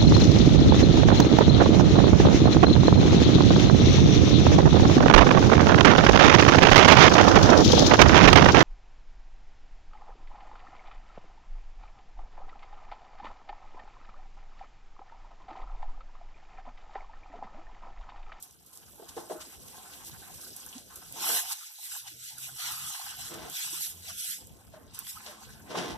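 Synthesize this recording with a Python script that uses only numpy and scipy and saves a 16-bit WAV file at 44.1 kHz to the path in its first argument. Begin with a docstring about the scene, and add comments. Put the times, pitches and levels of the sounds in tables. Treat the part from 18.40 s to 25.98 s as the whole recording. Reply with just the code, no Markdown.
"""Stirring a simmering tomato sauce

Thick sauce simmers in a steel saucepan on a gas stove in a small kitchen. Each stroke of a silicone
spatula squelches air pockets and wipes sauce over the hot steel, where tiny steam bubbles sizzle.
Droplets spit, the pan knocks and drags on its grate, and an engine drones faintly far outside."""
import sys
import numpy as np
from scipy import signal
from scipy.fft import rfft, irfft, next_fast_len
from scipy.io import wavfile

SR = 44100
rng = np.random.default_rng(int(sys.argv[2]) if len(sys.argv) > 2 else 0)


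def master(y):
    """Save y as 16-bit WAV."""
    cut = np.clip(np.atleast_2d(y).T, -1, 1)
    pcm = np.round(cut * 32767)  # scale
    wavfile.write(sys.argv[1], SR, pcm.astype(np.int16))


N = 334182


def from_db(db):
    """Decibels to gain."""
    return np.exp(np.asarray(db) * (np.log(10) / 20))


def rms_one(x):
    """Scale to rms 1."""
    return x / np.sqrt(np.mean(x ** 2) + 1e-20)


def in_time(rows):
    """Each column of an automation curve at every sample."""
    times, *columns = np.transpose(rows)
    return [np.interp(np.arange(N) / SR, times, column) for column in columns]


def in_frequency(rows, hz):
    """Each column of a table at the given frequencies, joined on a log axis."""
    points, *columns = np.transpose(rows)
    return [np.interp(np.log(hz + 1), np.log(points), column) for column in columns]


def equalise(x, curve):
    """Shape a steady texture with a smooth EQ curve; rms 1."""
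    size = next_fast_len(N)
    gain_db, = in_frequency(curve, np.arange(size // 2 + 1) * SR / size)
    return rms_one(irfft(rfft(x, size) * from_db(gain_db), size)[..., :N])


def drift(rate_hz):
    """Smooth random wander with rms 1."""
    hop, settle = 40, 2000
    pole = np.exp(-2 * np.pi * rate_hz * hop / SR)
    noise = rng.standard_normal(N // hop + settle + 2)
    slow = signal.lfilter([1], [1, -2 * pole, pole ** 2], noise)[settle:]
    return np.interp(np.arange(N) / hop, np.arange(len(slow)), rms_one(slow))


def taking_turns(count, rate_hz, spread_db):
    """Wandering gains that share one steady total power."""
    shares = from_db(spread_db * np.array([drift(rate_hz) for _ in range(count)]))
    return shares / np.sqrt(np.mean(shares ** 2, axis=0))


def resonance(x, hz, width_hz):
    """Two-pole band-pass with gain 1 at its peak."""
    r = np.exp(-np.pi * width_hz / SR)
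    feedback = [1, -2 * r * np.cos(2 * np.pi * hz / SR), r * r]
    return signal.lfilter(np.array([1, 0, -1]) * (1 - r * r) / 2, feedback, x + 1e-18)


def band(x, hz, breadth):
    """Band-pass reaching a factor of 1 + breadth either side of its centre."""
    edges = np.clip([hz / (1 + breadth), hz * (1 + breadth)], 20, .45 * SR)
    return signal.sosfilt(signal.butter(2, edges, "band", fs=SR, output="sos"), x)


def stereo(pair, alike):
    """Blend two unrelated signals into left and right, from wide (alike 0) to mono (alike 1)."""
    mid = np.sqrt(1 + alike) * pair[0]
    side = np.sqrt(1 - alike) * pair[1]
    return np.array([mid + side, mid - side]) / np.sqrt(2)


def grains(samples, grain_db, alike):
    """Stereo noise roughened by a random gain on every sample."""
    noise = stereo(rng.standard_normal((2, samples)), alike)
    return noise * from_db(grain_db * rng.standard_normal(samples))


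def clicks(per_s, spread_db):
    """Random clicks of uneven size, different in each channel; power 1 at any rate."""
    born = rng.random(N) < per_s / SR
    sizes = from_db(spread_db * np.minimum(rng.exponential(1, N), 4))
    return rms_one(born * sizes * rng.standard_normal((2, N)) / np.sqrt(per_s))


def bubbles(births, low_hz, high_hz, q, pitches):
    """Each click sets one bubble ringing briefly, at a pitch dealt by chance."""
    dealt = rng.integers(0, pitches, N)
    tuning = np.geomspace(low_hz, high_hz, pitches)
    return rms_one(sum(resonance(births * (dealt == k), hz, hz / q) for k, hz in enumerate(tuning)))


def bursts(rows, breadth, grain_db, alike, rise_s):
    """Each event is a dying flurry of tiny impacts, filtered about its centre."""
    out = np.zeros((2, N))
    t = np.arange(SR // 5) / SR
    for s, db, hz, decay_s in rows:
        envelope = np.exp(-t / decay_s) * (1 - np.exp(-t / rise_s))
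        burst = band(grains(len(t), grain_db, alike) * envelope, hz, breadth)
        burst *= from_db(db) * np.sqrt(decay_s * SR / np.sum(burst ** 2))
        start = round(s * SR)
        out[:, start:start + len(t)] += burst[:, :N - start]
    return out


def swells(rows, breadth, grain_db, alike):
    """Each event is a band of noise that swells and ebbs evenly about its peak."""
    out = np.zeros((2, N))
    t = np.arange(-(SR // 10), SR // 10) / SR
    for s, db, hz, length in rows:
        envelope = np.cos(np.pi * np.clip(t / length, -.5, .5)) ** 2
        swell = band(grains(len(t), grain_db, alike), hz, breadth) * envelope
        start = round(s * SR) - len(t) // 2
        out[:, start:start + len(t)] += from_db(db) * rms_one(swell) * np.sqrt(np.mean(envelope ** 2))
    return out


def push(s, length, swell_db_per_s, fade_db_per_s):
    """Envelope of one push: it swells until s, holds for its length, then fades."""
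    t = np.arange(N) / SR
    ramps_db = np.minimum(swell_db_per_s * (t - s), fade_db_per_s * (s + length - t))
    return from_db(np.clip(ramps_db, -150, 0))


def kitchen(x, t60, damping_hz):
    """Diffuse, slightly dull reflections from the tiles, different left and right."""
    t = np.arange(SR // 2) / SR
    tail = rng.standard_normal((2, len(t))) * from_db(-60 * t / t60) * (t > .005)
    tail /= np.sqrt(np.sum(tail ** 2) / 2)
    pole = np.exp(-2 * np.pi * damping_hz / SR)
    dull_tail = signal.lfilter([1 - pole], [1, -pole], tail)
    return signal.fftconvolve(x, dull_tail, axes=1)[:, :N]


# An engine gathering speed far outside.
# Each row: time in seconds, firing rate in Hz, fundamental in dB, octave in dB.
ENGINE_CLIMB = [(3.4, 57.55, -72, -86), (3.7, 60.5, -91, -66.5), (4.4, 69.1, -76, -60.5),
                (4.8, 72, -65, -71), (5.3, 78.2, -101, -64), (5.58, 87.8, -56, -68.5),
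                (6.0, 91.1, -81, -66), (6.22, 104, -64, -102), (6.7, 108.6, -104, -67.5)]
def engine(waver=0.0165, flutter_db=3.0):
    """Only the two lowest orders of the distant engine come through the walls."""
    hz, fundamental_db, octave_db = in_time(ENGINE_CLIMB)
    phase = 2 * np.pi * np.cumsum(hz * (1 + waver * drift(17.3))) / SR
    orders = from_db(fundamental_db) * np.sin(phase) + from_db(octave_db) * np.sin(2 * phase)
    fade_in = np.clip(np.arange(N) / SR - ENGINE_CLIMB[0][0] + 1, 0, 1) ** 4
    return np.sqrt(2) * fade_in * orders * from_db(flutter_db * drift(25))


# The low-end fader, shared by rumble and churn. Each row: time in seconds, relative level in dB.
BASS_LEVEL = [(0, -69), (.6, -60), (1.6, -57.5), (2.9, -60), (3.3, -70.5), (4.2, -60), (5.1, -58.5),
              (6.4, -58), (7.2, -56), (7.58, -44)]
# The rumble's deep tone. Each row: frequency in Hz, gain in dB.
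RUMBLE_EQ = [(20, -41), (40, -9), (58, -1), (85, 0.5), (125, -3), (170, -3.5), (260, -11.5), (600, -59)]
def rumble(gain_db=-3.0, flutter_db=4.5):
    """A soft, uneven rumble at the stove."""
    level_db, = in_time(BASS_LEVEL)
    air = stereo(rng.standard_normal((2, N)), alike=0.033)
    return equalise(air, RUMBLE_EQ) * from_db(level_db + gain_db + flutter_db * drift(5.5))


# The churn's low-mid body. Each row: frequency in Hz, gain in dB.
CHURN_EQ = [(80, -81), (170, 5), (290, 10), (480, 7.5), (650, 3.5), (1100, 3)]
def churn(stir_db, duck_per_db=0.49, gain_db=-3.5, flutter_db=2.0):
    """Low bubbling of the sauce, turned down while the strokes' sizzle is loud."""
    level_db = in_time(BASS_LEVEL)[0] - duck_per_db * stir_db
    bubbling = bubbles(clicks(4000, spread_db=2.0), 142.6, 678, q=26.5, pitches=12)
    body = equalise(stereo(bubbling, alike=0.47), CHURN_EQ)
    return body * from_db(level_db + gain_db + flutter_db * drift(19.0))


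# The ring of pan and grate. Each row: pitch in Hz, gain in dB, seconds to die away by 60 dB.
PAN_MODES = [(171, -7, 0.11), (340, 4, .06), (451, 6, 0.064), (624, 9, .22), (697, 0.5, .05),
             (768, 0, 0.12), (868, -6, .07), (1049, 0.5, 0.14), (1323, -3, 0.083), (1506, 3, 0.077),
             (1997, 0, 0.1)]
def pan_ring(force):
    """The pan's modes answer a force, damped by the sauce."""
    return sum(from_db(db) * resonance(force, hz, np.log(1000) / (np.pi * t60))
               for hz, db, t60 in PAN_MODES)


# The pan knocking on its grate.
# Each row: start in seconds, relative level in dB, pitch in Hz, rattle decay in seconds.
PAN_KNOCKS = [(0.596, -36.5, 430, 0.0063), (0.621, -35, 393, 0.015), (0.7656, -28.5, 440, 0.043),
              (0.769, -33, 786, 0.0083), (0.778, -23, 790, 0.0022), (0.7827, -35, 473, 0.013),
              (0.793, -42, 720, 0.11), (0.897, -27, 600, 0.021), (0.907, -26.5, 394, 0.036),
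              (0.9116, -58, 620, 0.022), (0.918, -28.5, 880, 0.0033), (0.938, -47, 427, 0.02),
              (0.954, -39, 353, 0.01), (2.825, -34, 1060, 0.011), (2.89, -24.5, 700, 0.039),
              (6.337, -42.5, 945, 0.11), (6.861, -39, 730, 0.065), (7.305, -31.5, 610, 0.03),
              (7.345, -23, 574, 0.0099), (7.353, -16.5, 1050, 0.0055), (7.389, -26, 960, 0.03),
              (7.4, -28, 385, 0.031), (7.474, -38, 940, 0.016)]
def knocks(thud_db=-13.5, rattle_db=-15.5, rise_cycles=1.24):
    """Each knock is a hollow thud, over in a few cycles, with a short rattle."""
    thuds = np.zeros(N + SR)
    t = np.arange(SR // 10) / SR
    for s, db, hz, _ in PAN_KNOCKS:
        age = t * hz / rise_cycles
        start = round(s * SR)
        thuds[start:start + len(t)] += from_db(db) * age * np.exp(1 - age) * np.sin(2 * np.pi * hz * t)
    rattles = bursts(PAN_KNOCKS, breadth=0.96, grain_db=0.5, alike=0.43, rise_s=0.0021)
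    return from_db(thud_db) * thuds[:N] + from_db(rattle_db) * rattles


# The spatula shoves the pan. Each row: start of the hold and its length in seconds, relative level in dB.
PAN_DRAGS = [(2.774, 0.17, -44), (4.919, .15, -38), (7.312, 0.004, -34), (7.374, 0.014, -25.5),
             (7.418, 0.11, -33.5)]
# The scrape's tone. Each row: frequency in Hz, gain in dB.
DRAG_EQ = [(30, -42), (90, -15), (170, -0.5), (350, -2), (650, -8), (1050, -5.5), (1500, -11.5),
           (2600, -8.5), (3600, -9.5), (6000, -13), (8000, -21.5), (12000, -25), (14000, -43.5)]
def drags(gain_db=-9.0):
    """The pushed pan sticks and slips across its grate."""
    envelope = sum(from_db(db + gain_db) * push(s, length, swell_db_per_s=504, fade_db_per_s=291)
                   for s, length, db in PAN_DRAGS)
    slips = stereo(clicks(6000, spread_db=0.5), alike=0.37)
    return equalise(slips, DRAG_EQ) * envelope


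def pan_on_grate(ring_db=2.5):
    """Drags and knocks shake the pan and set it ringing."""
    force = drags() + knocks()
    return force + from_db(ring_db) * pan_ring(force)


# A low gulp, a blip and the pan's brief ring after knocks. Each row: start in seconds, peak in dB,
# starting pitch in Hz, ratio of final to starting pitch, length in seconds.
SHORT_TONES = [(2.346, -41, 200, 1.55, 0.039), (6.335, -44, 644, 0.94, 0.015),
               (6.355, -47, 618, 1.0, 0.038), (6.765, -41.5, 1204, 1.14, 0.019),
               (6.863, -47, 625, 0.92, 0.071)]
def short_tones():
    """Short pitched tones swell and fade, most with a glide in pitch."""
    out = np.zeros(N)
    for s, db, hz, glide, length in SHORT_TONES:
        progress = np.linspace(0, 1, int(length * SR))
        phase = 2 * np.pi * np.cumsum(hz * glide ** progress) / SR
        start = round(s * SR)
        out[start:start + len(progress)] += from_db(db) * np.sin(np.pi * progress) ** 2 * np.sin(phase)
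    return out


# Escaping steam. Each row: peak time in seconds, relative level in dB, centre in Hz, length in seconds.
STEAM_PUFFS = [(.692, -44.5, 5460, 0.028), (.79, -47.5, 5800, 0.11), (.92, -47, 6000, 0.097),
               (1.016, -44, 4000, 0.049), (1.283, -47, 6030, 0.023), (1.375, -51, 6000, 0.046),
               (1.536, -49.5, 3800, 0.062), (1.675, -43, 7000, 0.078), (1.806, -56, 4500, 0.048),
               (2.025, -46, 8500, 0.093), (2.366, -48, 4900, 0.095), (3.124, -30, 7500, 0.041),
               (3.68, -41.5, 3740, 0.036), (4.32, -36, 8480, 0.033), (4.495, -37.5, 9400, 0.055),
               (4.555, -51, 6000, 0.032), (4.943, -41.5, 6000, 0.028), (5.921, -53, 9420, .04),
               (6.345, -58.5, 2900, 0.1), (6.55, -47, 7000, 0.048), (6.67, -42.5, 2900, 0.013),
               (6.866, -48.5, 3500, 0.05)]
def puffs(gain_db=-1.0):
    """Steam breaks through the sauce in short, broad hisses."""
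    return from_db(gain_db) * swells(STEAM_PUFFS, breadth=1.0, grain_db=2.0, alike=0.1)


def crackles(simmer_db, per_s=20, decay_s=0.012, gain_db=-10.0, spread_db=4.0, q=3.1):
    """Small crusts of sauce crackle irregularly at the rim, each a brief flurry at one of five pitches."""
    out = np.zeros((2, N))
    pitches = np.geomspace(3000, 8000, num=5)
    pole = np.exp(-1 / (decay_s * SR))
    for hz in pitches:
        born = rng.random(N) < per_s / len(pitches) / SR
        sizes = from_db(spread_db * np.minimum(rng.exponential(1, N), 3))
        envelope = signal.lfilter([1], [1, -pole], born * sizes + 1e-18)
        flurries = envelope * rng.standard_normal((2, N))
        out += rms_one(resonance(resonance(flurries, hz, hz / q), hz, hz / q))
    return rms_one(out) * from_db(simmer_db + gain_db)


# Spitting droplets. Each row: start in seconds, relative snap level in dB, fizz in dB, centre in Hz.
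DROPLETS = [(0.025, -18, -41.5, 10400), (.109, -33, -67, 7500), (.262, -35, -51, 10500),
            (0.329, -42, -47, 8950), (.3526, -36, -47, 11500), (.373, -25, -53, 8000),
            (0.69, -28.5, -51, 5640), (1.012, -36, -47.5, 5700), (1.2825, -41, -68, 5700),
            (1.5355, -30, -55, 3440), (1.6472, -24.5, -53, 7800), (1.67, -33, -51, 10000),
            (1.939, -39, -45, 8000), (2.0134, -26, -51, 6060), (2.039, -27, -48, 11900),
            (2.071, -30, -43, 10800), (2.164, -19, -43, 10400), (2.263, -19.5, -49, 11500),
            (2.381, -24.5, -50, 5600), (2.558, -19.5, -42, 10800), (2.724, -18, -59, 12000),
            (3.129, -12, -51, 11000), (3.677, -34, -66, 4440), (3.982, -19, -43.5, 9200),
            (4.32, -19, -48, 8500), (5.098, -20, -43, 9800), (6.07, -30, -55, 11000),
            (6.545, -34, -44.5, 7000), (6.59, -10.5, -42, 12000), (6.596, -23, -50, 11500),
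            (6.863, -23.5, -45, 3500)]
def spits(snap_db=-12.5, snap_s=0.0016, fizz_cycles=234):
    """A droplet snaps on the hot steel, then fizzes away; small, bright ones are gone sooner."""
    snap_rows = [(s, db, hz, snap_s) for s, db, _, hz in DROPLETS]
    fizz_rows = [(s, db, hz, fizz_cycles / hz) for s, _, db, hz in DROPLETS]
    snaps = bursts(snap_rows, breadth=0.39, grain_db=10.5, alike=0.039, rise_s=0.0001)
    fizzes = bursts(fizz_rows, breadth=1.0, grain_db=3.5, alike=0.049, rise_s=0.0008)
    return from_db(snap_db) * snaps + fizzes


# Sauce parting from the blade.
# Each row: peak time in seconds, level in dB, centre in Hz, length in seconds.
WET_SMACKS = [(2.831, -51, 900, 0.079), (2.93, -47.5, 1530, 0.22), (2.99, -44, 1800, 0.072),
              (3.114, -53, 1400, 0.078), (3.225, -55, 1250, 0.052), (3.393, -56, 840, 0.022),
              (3.521, -53.5, 1480, 0.045), (3.558, -53, 1510, 0.039), (3.665, -59, 856, 0.065),
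              (3.73, -60, 320, 0.046), (3.94, -62, 840, 0.12), (3.985, -56.5, 1470, 0.054),
              (4.022, -78, 1020, 0.036), (4.091, -56, 753, 0.039), (4.095, -51.5, 1500, 0.029),
              (4.229, -48, 1340, 0.14), (4.287, -53.5, 930, 0.2), (4.313, -48.5, 1270, 0.16),
              (4.32, -60, 326, 0.042), (4.48, -64.5, 300, .05), (4.435, -53.5, 1270, 0.45),
              (4.6, -44.5, 830, 0.013), (4.87, -63, 1160, 0.029), (5.207, -55, 1700, 0.06),
              (5.259, -70, 950, .05), (5.274, -56, 1563, 0.038), (5.335, -50, 333, 0.032),
              (5.341, -53.5, 1010, 0.051), (5.378, -54, 1320, 0.05), (5.41, -56.5, 870, 0.027),
              (5.45, -55, 1960, 0.041), (5.697, -54.5, 716, 0.084), (5.701, -49.5, 1290, 0.033),
              (5.85, -64, 740, 0.041), (5.892, -58, 1550, 0.046)]
def smacks():
    """Each cavity behind the blade colours its smack with one narrow resonance."""
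    return swells(WET_SMACKS, breadth=0.085, grain_db=0.0, alike=0.48)


# Brief ducks in the lower layers. Each row: centre time and half length in seconds, bass cut in dB,
# squelch cut in dB; a negative cut is a lift.
LEVEL_DIPS = [(2.902, 0.076, 25, 3.5), (3.254, 0.11, 30, 3), (3.368, 0.024, 14, 9), (3.55, 0.23, 7.5, -1),
              (3.592, 0.014, 10, 25), (3.756, .025, -9, 24), (3.875, 0.036, 12, 28), (4.2, 0.022, 51, -4),
              (4.404, 0.027, 6, 11), (4.575, 0.047, 53, -0.5), (5.19, 0.044, 41, 2.5),
              (5.433, 0.018, 13, 30), (5.78, 0.057, 2, 31), (5.847, 0.026, 47, 13), (5.933, 0.038, 7, 35),
              (6.707, 0.053, 11, 5)]
def dips():
    """Gains of the bass and of the squelch, which sink and recover in smooth bell curves."""
    t = np.arange(N) / SR
    cut_db = np.zeros((2, N))
    for s, half_length, *depths_db in LEVEL_DIPS:
        bell = np.exp(-np.minimum(((t - s) / half_length) ** 2, 20))
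        cut_db += np.outer(depths_db, bell)
    return from_db(-cut_db)


# The sauce left to itself. Each row: time in seconds, rim sizzle in dB, relative bubbling level in dB.
SIMMER_LEVELS = [(0, -53.5, -56.5), (.17, -62.5, -68), (.5, -56, -59), (1.05, -52.5, -52),
                 (1.14, -48.5, -52), (1.185, -56.5, -66), (1.22, -50, -55.5), (1.7, -51, -50.5),
                 (2.3, -48, -59), (2.39, -55.5, -54.5), (2.44, -57, -72), (2.52, -51.5, -52.5),
                 (2.7, -49.5, -56), (3.35, -49.5, -65.5), (3.8, -58, -75.5), (5.05, -52, -50),
                 (5.6, -56, -64), (6.2, -60.5, -60.5), (6.48, -66, -74), (6.9, -64, -51.5),
                 (7.25, -59, -56.5), (7.58, -61.5, -41.5)]
# Spatula strokes. Each row: start of the hold and its length in seconds, sizzle in dB,
# brightness in dB, relative squelch level in dB.
SPATULA_STROKES = [(2.833, 0.016, -35.5, -9, -39), (2.877, 0.1, -26.5, 5, -36.5),
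                   (3.102, 0.0091, -35.5, 2.5, -45), (3.203, 0.056, -47, -3, -93),
                   (3.449, 0.0055, -39.5, 5.5, -61.5), (3.52, 0.058, -39.5, 3, -56.5),
                   (3.679, 0.034, -47, -2, -64), (3.827, 0.074, -43, 1, -95),
                   (4.034, 0.022, -38.5, 4.5, -57), (4.171, 0.013, -44.5, 15, -66),
                   (4.219, 0.07, -35, -4.5, -53.5), (4.317, 0.23, -39, 1.5, -49),
                   (4.576, 0.13, -41, 0.5, -46), (4.8, 0.083, -40.5, -0.5, -48),
                   (5.169, 0.095, -34.5, 0, -61), (5.335, 0.028, -35.5, 4, -62),
                   (5.421, 0.042, -33.5, 5, -82), (5.687, 0.011, -39, -1.5, -52),
                   (5.798, 0.13, -35.5, 3.5, -89), (6.582, 0.014, -49, -13, -48.5),
                   (6.688, 0.015, -40, 2, -78), (6.755, 0.15, -50.5, 1, -48.5),
                   (7.03, 0.013, -51, -6, -52.5), (7.106, 0.04, -54.5, -6, -57)]
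def stirring(simmer_bright_db=3.5):
    """Strokes add their power to the simmer; dB curves of simmer, total sizzle, brightness and squelch."""
    simmer_db, bubbling_db = in_time(SIMMER_LEVELS)
    hiss_power, wet_power = from_db([simmer_db, bubbling_db]) ** 2
    weighted_bright = hiss_power * simmer_bright_db
    for s, length, sizzle_db, bright_db, squelch_db in SPATULA_STROKES:
        stroke = push(s, length, swell_db_per_s=198, fade_db_per_s=187.5)
        fresh_power = (stroke * from_db(sizzle_db)) ** 2
        hiss_power += fresh_power
        weighted_bright += fresh_power * bright_db
        wet_power += (stroke * from_db(squelch_db)) ** 2
    return simmer_db, 10 * np.log10(hiss_power), weighted_bright / hiss_power, 10 * np.log10(wet_power)


# The squelch's wet midrange. Each row: frequency in Hz, gain in dB.
SQUELCH_EQ = [(330, -61), (550, -33), (730, 11.5), (1050, 10), (1250, 9), (1550, 9), (2000, -1), (2600, 10),
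              (5000, -44)]
def squelch(level_db, gain_db=-5.5, flutter_db=3.5):
    """Air pockets open and close so densely that they smear, and the pan lends them its hollow ring."""
    pockets = bubbles(clicks(16000, spread_db=0.0), 445.0, 2780, q=8.3, pitches=16)
    centres = np.geomspace(700, 2000, num=6)
    shares = taking_turns(len(centres), rate_hz=7, spread_db=10.0)  # pocket sizes take turns
    wet = rms_one(sum(resonance(pockets, hz, hz / 4) * share for hz, share in zip(centres, shares)))
    hollow = stereo(wet + pan_ring(wet), alike=0.25)
    return equalise(hollow, SQUELCH_EQ) * from_db(level_db + gain_db + flutter_db * drift(32))


def steam(width_hz=650):
    """Steam hisses through shifting gaps, which take turns under one steady pressure."""
    centres = np.linspace(1400, 14200, num=16)
    shares = taking_turns(len(centres), rate_hz=12, spread_db=4.5)
    return rms_one(sum(resonance(rng.standard_normal((2, N)), hz, width_hz) * share
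                       for hz, share in zip(centres, shares)))


# Narrow peaks in the sizzle. Each row: pitch in Hz, bandwidth in Hz, relative gain in dB.
SIZZLE_PEAKS = [(1995, 40, 3), (2950, 90, -8), (3357, 25, 3), (3550, 30, -1), (3711, 22, 4), (3892, 25, -2),
                (3980, 30, -3), (4222, 30, 0), (5385, 25, -4), (5535, 32, 1), (5815, 25, -3),
                (6230, 30, -4), (7258, 16, -1), (7876, 16, 0), (8420, 25, -4), (10066, 16, 0),
                (10308, 14, -1), (11407, 22, 1), (11715, 27, -2), (13025, 27, -2)]
def sizzle_peaks(hiss, gain_db=0.5):
    """Narrow, faintly whistling peaks that colour the sizzle during strokes."""
    return sum(from_db(db + gain_db) * resonance(hiss, hz, width) for hz, width, db in SIZZLE_PEAKS)


# Reflections between blade and steel wall. Each row: mean delay in seconds, relative linear gain.
BLADE_ECHOES = [(.00043, 0.26), (.00081, -0.42)]
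def blade_echoes(hiss, stirred, swing=0.2):
    """The moving blade changes the paths to the wall, so the resonances of the hiss shift as it stirs."""
    now = np.arange(N)
    out = hiss.copy()
    for delay, gain in BLADE_ECHOES:
        earlier = now - delay * SR * (1 + swing * drift(3.58))
        out += gain * stirred * np.array([np.interp(earlier, now, channel) for channel in hiss])
    echo_power = stirred ** 2 * sum(gain ** 2 for _, gain in BLADE_ECHOES)
    return out / np.sqrt(1 + echo_power)


# The sizzle's bright tone. Each row: frequency in Hz, gain in dB.
SIZZLE_EQ = [(700, -91), (1400, 0.5), (1950, -4.5), (2350, 2), (2700, 3.5), (3500, 3), (4500, 3.5),
             (6000, 4.5), (8500, 4.5), (9700, 2), (12000, 5), (13400, 2), (14300, -10)]
def sizzle(level_db, bright_db, stir_db, per_s=14000, denser_per_db=0.14, flutter_db=0.68):
    """Tiny steam bubbles burst on the steel, more thickly as fresh sauce is wiped over it."""
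    rate = np.minimum(per_s * np.exp(denser_per_db * (level_db - level_db.mean())), SR)
    hiss = bubbles(clicks(rate, spread_db=-1.0), 1138, 15320, q=7.6, pitches=20) + steam()
    stirred = 1 - from_db(-stir_db)  # 0 at rest, towards 1 in a strong stroke
    hiss = equalise(hiss + stirred * sizzle_peaks(hiss), SIZZLE_EQ)
    hiss = blade_echoes(hiss, stirred)
    # a thin film on hot steel makes smaller, brighter bubbles
    coarse = signal.sosfiltfilt(signal.butter(2, 7500, fs=SR, output="sos"), hiss)
    treble_gain = from_db(bright_db)
    hiss = (coarse + (hiss - coarse) * treble_gain) / np.sqrt((1 + treble_gain ** 2) / 2)
    return hiss * from_db(level_db + flutter_db * drift(30))


def scene(sauce_room_db=-15, pan_room_db=-11):
    """Sauce and pan, close by, with a little of the kitchen and the street."""
    simmer_db, sizzle_db, bright_db, squelch_db = stirring()
    stir_db = sizzle_db - simmer_db  # how far the strokes lift the sizzle
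    bass_gain, squelch_gain = dips()
    sauce = sizzle(sizzle_db, bright_db, stir_db) + squelch_gain * squelch(squelch_db)
    sauce += smacks() + spits() + crackles(simmer_db) + puffs()
    pan = pan_on_grate() + short_tones()
    room_send = from_db(sauce_room_db) * sauce + from_db(pan_room_db) * pan
    room = kitchen(room_send, t60=0.021, damping_hz=7000)
    bass = churn(stir_db) + rumble() + engine()
    return sauce + pan + bass_gain * bass + room


# Stereo widening. Each row: frequency in Hz, share of the right subtracted from the left,
# share of the left subtracted from the right.
WIDENING = [(263, 0.045, 0), (700, 0.8, 0.2), (1480, 0, 0), (2640, 0.43, 0.93), (3500, 0.7, 0.014),
            (5850, 0, 1), (8000, 0, 0.5), (9500, 0, 0.35), (12000, 0, 0.25), (14100, 0, .02)]
def record(dry, lag_s=1 / 2310, cutoff_hz=14200):
    """Delayed crossfeed widens the stereo image; the right side is brighter and the very top is cut."""
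    # Each pair: frequency in Hz, level of the right over the left in dB.
    balance = ((80, -3), (170, -2), (330, 1.8), (700, -.8), (1400, 1.2), (2800, -.4), (5000, -.3),
               (7000, 1.0), (9000, .5), (12000, 4.5), (14000, 5.0))
    size = next_fast_len(N + SR // 10)
    hz = np.arange(size // 2 + 1) * SR / size
    spectra = rfft(dry, size)
    share = np.array(in_frequency(WIDENING, hz))
    opposite = spectra[::-1] * np.exp(-2j * np.pi * hz * lag_s)
    wide = (spectra - share * opposite) / np.sqrt(1 + share ** 2)
    right_db, = in_frequency(balance, hz)
    balanced = irfft(wide * from_db([-right_db / 2, right_db / 2]), size)[:, :N]
    return signal.sosfilt(signal.ellip(10, .2, 80, cutoff_hz, fs=SR, output="sos"), balanced)


dry = scene()
out = record(dry)
master(out)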